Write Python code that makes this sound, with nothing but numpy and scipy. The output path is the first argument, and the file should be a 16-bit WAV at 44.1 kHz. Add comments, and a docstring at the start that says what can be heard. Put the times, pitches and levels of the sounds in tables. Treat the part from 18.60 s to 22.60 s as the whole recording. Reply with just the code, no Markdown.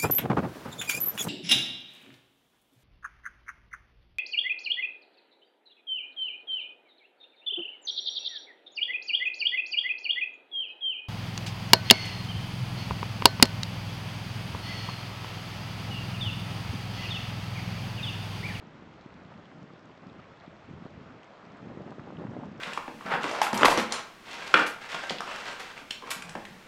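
"""Wind buffets a small microphone: a fluttering rumble, with single eddies thumping on the port,
strongest in the last second. The microphone stands on open water before a glacier. Close by, small
waves slosh and floating ice ticks; farther out the ice crackles faintly, and behind it all lies
the even wash of distant water."""
import sys
import numpy as np
from scipy import signal
from scipy.io import wavfile

SR = 44100
rng = np.random.default_rng(int(sys.argv[2]) if len(sys.argv) > 2 else 0)


def persist_wave(psi):
    """Save psi, clipped to +-1, as 16-bit WAV."""
    counts = np.round(np.clip(psi, -1, 1) * 32767).astype(np.int16)
    wavfile.write(sys.argv[1], SR, np.atleast_2d(counts).T)


N = 176400
TIME = np.arange(N) / SR

# wind strength at the microphone: t/s, level/dB
GUST_LEVEL = [(0, -53.5), (.12, -57), (.19, -55.5), (.26, -54), (.33, -57.5), (.38, -55), (.51, -58.5),
              (.59, -55), (.72, -58), (.8, -51), (.88, -61), (.97, -51), (1.07, -57.5), (1.13, -54),
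              (1.22, -59), (1.28, -54.5), (1.38, -60.5), (1.44, -53.5), (1.57, -51.5), (1.63, -60.5),
              (1.8, -61.5), (1.93, -57.5), (2.01, -64), (2.11, -52.5), (2.2, -51.5), (2.3, -57),
              (2.39, -51.5), (2.47, -56.5), (2.53, -52), (2.59, -56.5), (2.68, -62.5), (2.77, -67),
              (2.86, -54.5), (2.97, -53), (3.08, -48), (3.14, -46.5), (3.23, -48.5), (3.32, -46.5),
              (3.345, -56.5), (3.43, -49), (3.57, -47), (3.61, -44.5), (3.7, -44.5), (3.82, -45),
              (3.88, -48.5), (4, -50)]
# colour of the wind rumble: f/Hz, relative density/dB
RUMBLE_SPECTRUM = [(25, -26.5), (55, -18.5), (92, -3.5), (122, -2.5), (170, 2.5), (260, -2), (420, -8),
                   (560, -13.5), (750, -15), (1400, -25), (3000, -45.5), (8000, -56.5)]
# swell of the rumble's deep end: t/s, gain/dB
DEEP_SWELL = [(0, 0.5), (.6, 4.5), (.9, -4), (1.35, -5.5), (1.7, 1), (2.15, 8), (2.45, 5), (2.7, -9),
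              (3.1, -2), (3.65, -5.5), (4, 3)]
# strong eddies crossing the port: t/s, depth of the pressure dip/dB, half width/ms
STRONG_EDDIES = [(.074, -39, 1.2), (.462, -33, 1.14), (.656, -39, 1.3), (.761, -37.5, 1.35),
                 (.793, -38.5, 1.24), (1.024, -36.5, 1.4), (1.040, -36.5, 1.26), (1.880, -35.5, 1.07),
                 (2.091, -35.5, 0.93), (2.112, -37, 1.35), (2.137, -33, 1.73), (2.224, -34.5, 1.14),
                 (2.256, -30.5, 1.17), (2.264, -31.5, 0.39), (2.378, -38.5, 1.9), (2.413, -41.5, 1.4),
                 (3.030, -34, 1.1), (3.072, -35, 1.07), (3.102, -37, 1.5), (3.174, -31, .78),
                 (3.207, -31, 0.58), (3.218, -37, 1.7), (3.279, -33.5, 0.42), (3.317, -32.5, 0.41),
                 (3.322, -34, 0.21), (3.326, -35.5, 0.31), (3.384, -31, .62), (3.396, -32, 0.2),
                 (3.397, -32.5, 1.63), (3.505, -32.5, 0.28), (3.525, -33.5, 0.5), (3.558, -40, 2.7),
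                 (3.616, -36, 1.2), (3.640, -31.5, .4), (3.653, -27.5, 1.2), (3.669, -34.5, 0.19),
                 (3.687, -30.5, 1.5), (3.695, -29.5, 1.55), (3.706, -34.5, 1.25), (3.718, -30, .75),
                 (3.731, -36, 1.5), (3.767, -26.5, 0.53), (3.774, -31, 0.61), (3.790, -26.5, 1.02),
                 (3.798, -33, 0.41), (3.832, -31.5, 1.03), (3.836, -28, 0.3), (3.916, -35.5, 1.3),
                 (3.997, -31.5, 0.58)]
# small waves nearby: t/s, level/dB, length/s
NEAR_WAVES = [(0.719, -50.5, 0.015), (0.792, -52.5, 0.023), (1.436, -54, 0.023), (1.598, -48, 0.009),
              (1.708, -56, 0.042), (1.843, -51, 0.023), (2.253, -53.5, 0.05), (2.48, -59.5, 0.17),
              (2.82, -56.5, 0.48), (2.994, -58, 0.042)]
# colour of their splashing: f/Hz, relative density/dB
SLOSH_SPECTRUM = [(100, -32.5), (400, 0.5), (620, 7), (900, -0.5), (1400, 4), (2200, -23.5), (4000, -20),
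                  (8000, -40.5)]
# pops close by, from the nearby ice and, at 2.78-2.86 s, from the fizz of a splashing wave: t/s, ring level/dB,
# f/Hz, snap relative to the ring/dB
NEAR_TICKS = [(.070, -60, 5900, -14), (0.541, -51.5, 3500, -2), (0.724, -45.5, 1400, -12),
              (1.256, -62, 6200, 4), (1.498, -49, 3660, -22), (1.601, -52, 3020, -12),
              (1.809, -50.5, 3460, -18), (2.632, -46.5, 2700, -1), (2.644, -62, 6500, 4),
              (2.778, -55, 3500, -16), (2.852, -56, 4500, -16), (2.864, -61, 5670, -18),
              (2.971, -62, 6700, 1), (3.306, -51, 3330, 2), (3.570, -43, 2930, -20), (3.855, -58, 5300, 0),
              (3.978, -60, 5500, 3)]
# colour of the distant water: f/Hz, relative density/dB
WASH_SPECTRUM = [(25, -13), (70, -9), (160, -3), (300, 0.5), (470, 0), (620, 2), (800, -1.5), (1200, -1.95),
                 (2000, -7.5), (3200, -14), (5000, -23.5), (7400, -32.5), (8600, -40.5)]
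# loudness of the distant water: t/s, level/dB
FAR_WATER_LEVEL = [(0, -55.5), (.7, -55), (1.2, -56), (1.7, -55), (2.2, -54.5), (2.6, -55.5), (3.0, -54.5),
                   (4, -54.5)]

GUST_MEAN_DB, RUMBLE_GAIN_DB = -49.5, 2.0
GUST_BRIGHTENS, PIVOT_HZ = 0.21, 190   # dB per octave about the pivot, for each dB of gust
FLUTTER_DB, FLUTTER_PER_S, DEEP_BELOW_HZ = 2, 63, 116
SMALL_EDDIES_PER_S, SMALL_EDDY_ABOVE_GUST_DB, SMALL_EDDY_MS = 90, 1, 0.52
PORT_LOW_CUT_HZ = 90
TICK_RISE_S, TICK_RING_S, TICK_SNAP_S = 0.00056, 0.00057, 0.0024
CRACKLES_PER_S, CRACKLE_BASE_DB, CRACKLE_SPREAD_DB, CRACKLE_DB_PER_OCTAVE = 130, -61, 4, -1


def wind_rumble(gust_db):
    """Turbulence on the port flutters in all bands at once and brightens as the wind rises."""
    drive_db = gust_db - GUST_MEAN_DB + FLUTTER_DB * drift(FLUTTER_PER_S)
    deep_db = in_time(DEEP_SWELL)   # the deep end swells on its own
    out = 0
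    for hz, band in zip(*noise_bands(RUMBLE_SPECTRUM)):
        sensitivity = 1 + GUST_BRIGHTENS * np.clip(np.log2(hz / PIVOT_HZ), -2, 2)
        deep_share = 1 / (1 + (hz / DEEP_BELOW_HZ) ** 6)
        out = out + band * from_db(sensitivity * drive_db + deep_share * deep_db)
    return from_db(GUST_MEAN_DB + RUMBLE_GAIN_DB) * out


def eddies(gust_db):
    """A vortex on the port is a pressure dip between two small rises: wide ones thump, narrow slap."""
    gap, strength, width = rng.random((400, 3)).T
    times = np.cumsum(-np.log(gap)) / SMALL_EDDIES_PER_S
    depths_db = np.interp(times, TIME, gust_db) + SMALL_EDDY_ABOVE_GUST_DB + 6 * (strength - .5)
    small_eddies = list(zip(times, depths_db, SMALL_EDDY_MS * 4 ** (width - .5)))
    out, ms = np.zeros(N), np.arange(-15, 15, 1000 / SR)
    for s, db, half_width_ms in list(STRONG_EDDIES) + small_eddies:
        offset = ms / half_width_ms
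        dip = (offset ** 2 - 1) * np.exp(-.5 * offset ** 2)
        add(out, s - len(ms) / 2 / SR, from_db(db) * dip)
    return signal.sosfilt(signal.butter(2, PORT_LOW_CUT_HZ, "high", fs=SR, output="sos"), out)


def sloshes():
    """Each small wave near the microphone is a brief swell of mid-range splashing."""
    swell = sum(from_db(db) * np.exp(-(2 * (TIME - s) / length) ** 2) for s, db, length in NEAR_WAVES)
    _, bands = noise_bands(SLOSH_SPECTRUM)
    return swell * bands.sum(0)


def near_ticks():
    """Floating ice and splashing water pop close by: a short ring and a snap, faint for bubbles and strong for
    cracks."""
    out, t = np.zeros(N), TIME[:SR // 40]
    swell = (1 - np.exp(-(t / TICK_RISE_S) ** 2)) * np.exp(-t / TICK_RING_S)
    for s, db, hz, snap_db in NEAR_TICKS:
        tone = swell / swell.max() * np.sin(2 * np.pi * hz * t)
        burst = rng.standard_normal(len(t)) * np.exp(-t / TICK_SNAP_S)
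        snap = signal.sosfilt(signal.butter(1, [hz / 2, hz * 1.4], "band", fs=SR, output="sos"), burst)
        add(out, s, from_db(db) * (tone + from_db(snap_db) * snap))
    return out


def ice_crackle():
    """Ice farther out pops at random, each pop ringing briefly, the high ones fainter."""
    levels_db = CRACKLE_BASE_DB + CRACKLE_SPREAD_DB * np.minimum(rng.exponential(1, N), 4)
    polarity = rng.choice([-1, 1], N)
    pops = from_db(levels_db) * polarity * (rng.random(N) < CRACKLES_PER_S / SR)
    pitches_hz = np.geomspace(900, 5500, 20)
    pitch_index = rng.integers(0, len(pitches_hz), N)
    gains = from_db(CRACKLE_DB_PER_OCTAVE * np.log2(pitches_hz / pitches_hz.mean()))
    return sum(gains[k] * ring(pops * (pitch_index == k), hz, cycles=13)
               for k, hz in enumerate(pitches_hz))


def distant_wash(waver_db=1.01, waver_per_s=9):
    """Far water arrives as an even rush whose bands each waver a little."""
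    _, bands = noise_bands(WASH_SPECTRUM)
    rush = sum(band * from_db(waver_db * drift(waver_per_s)) for band in bands)
    return from_db(in_time(FAR_WATER_LEVEL)) * rush


def from_db(db):
    """Decibels to gain."""
    return 10 ** (np.asarray(db) / 20)


def rms_one(x):
    """Scale to unit rms."""
    return x / np.sqrt(np.mean(x ** 2) + 1e-20)


def in_time(rows):
    """Read a curve of (t/s, value) rows at every sample."""
    return np.interp(TIME, *np.transpose(rows))


def drift(per_s):
    """Smooth random wander of rms about 1, drawn every 40 samples."""
    step, settle = 40, 2000
    pole = np.exp(-2 * np.pi * per_s * step / SR)
    noise = rng.standard_normal(N // step + settle + 2)
    slow = signal.lfilter([1], [1, -2 * pole, pole * pole], noise)[settle:]
    return np.interp(np.arange(N) / step, np.arange(len(slow)), rms_one(slow))


def noise_bands(spectrum):
    """Third-octave bands of noise that sum to rms 1: (centres/Hz, bands)."""
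    edges = 22 * 2 ** (np.arange(28) / 3)
    centres = np.sqrt(edges[1:] * edges[:-1])
    hz, db = np.transpose(spectrum)
    gains = from_db(np.interp(np.log(centres), np.log(hz), db))
    bands = np.zeros((len(centres), N))
    for k, gain in enumerate(gains):
        bandpass = signal.butter(2, edges[k:k + 2], "band", fs=SR, output="sos")
        bands[k] = gain * signal.sosfilt(bandpass, rng.standard_normal(N))
    return centres, bands / bands.sum(0).std()


def ring(clicks, hz, cycles):
    """Each click rings as a sine that falls 60 dB in so many cycles."""
    decay = from_db(-60 * hz / (cycles * SR))
    angle = 2 * np.pi * hz / SR
    return signal.lfilter([0, np.sin(angle)], [1, -2 * decay * np.cos(angle), decay ** 2], clicks + 1e-18)


def add(out, s, sound):
    """Mix a sound in from time s."""
    start = int(s * SR)
    first, end = max(start, 0), min(start + len(sound), N)
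    if end > first:
        out[first:end] += sound[first - start:end - start]


def scene():
    """One microphone in the wind, over water and floating ice."""
    gust_db = in_time(GUST_LEVEL)
    wind = wind_rumble(gust_db) + eddies(gust_db)
    water = distant_wash() + sloshes()
    ice = near_ticks() + ice_crackle()
    return (wind + water + ice)[None]


def record(dry):
    """The recorder cuts the treble steeply, 50 dB down from 9050 Hz up."""
    return signal.sosfilt(signal.cheby2(12, 50, 9050, fs=SR, output="sos"), dry)


dry = scene()
out = record(dry)
persist_wave(out)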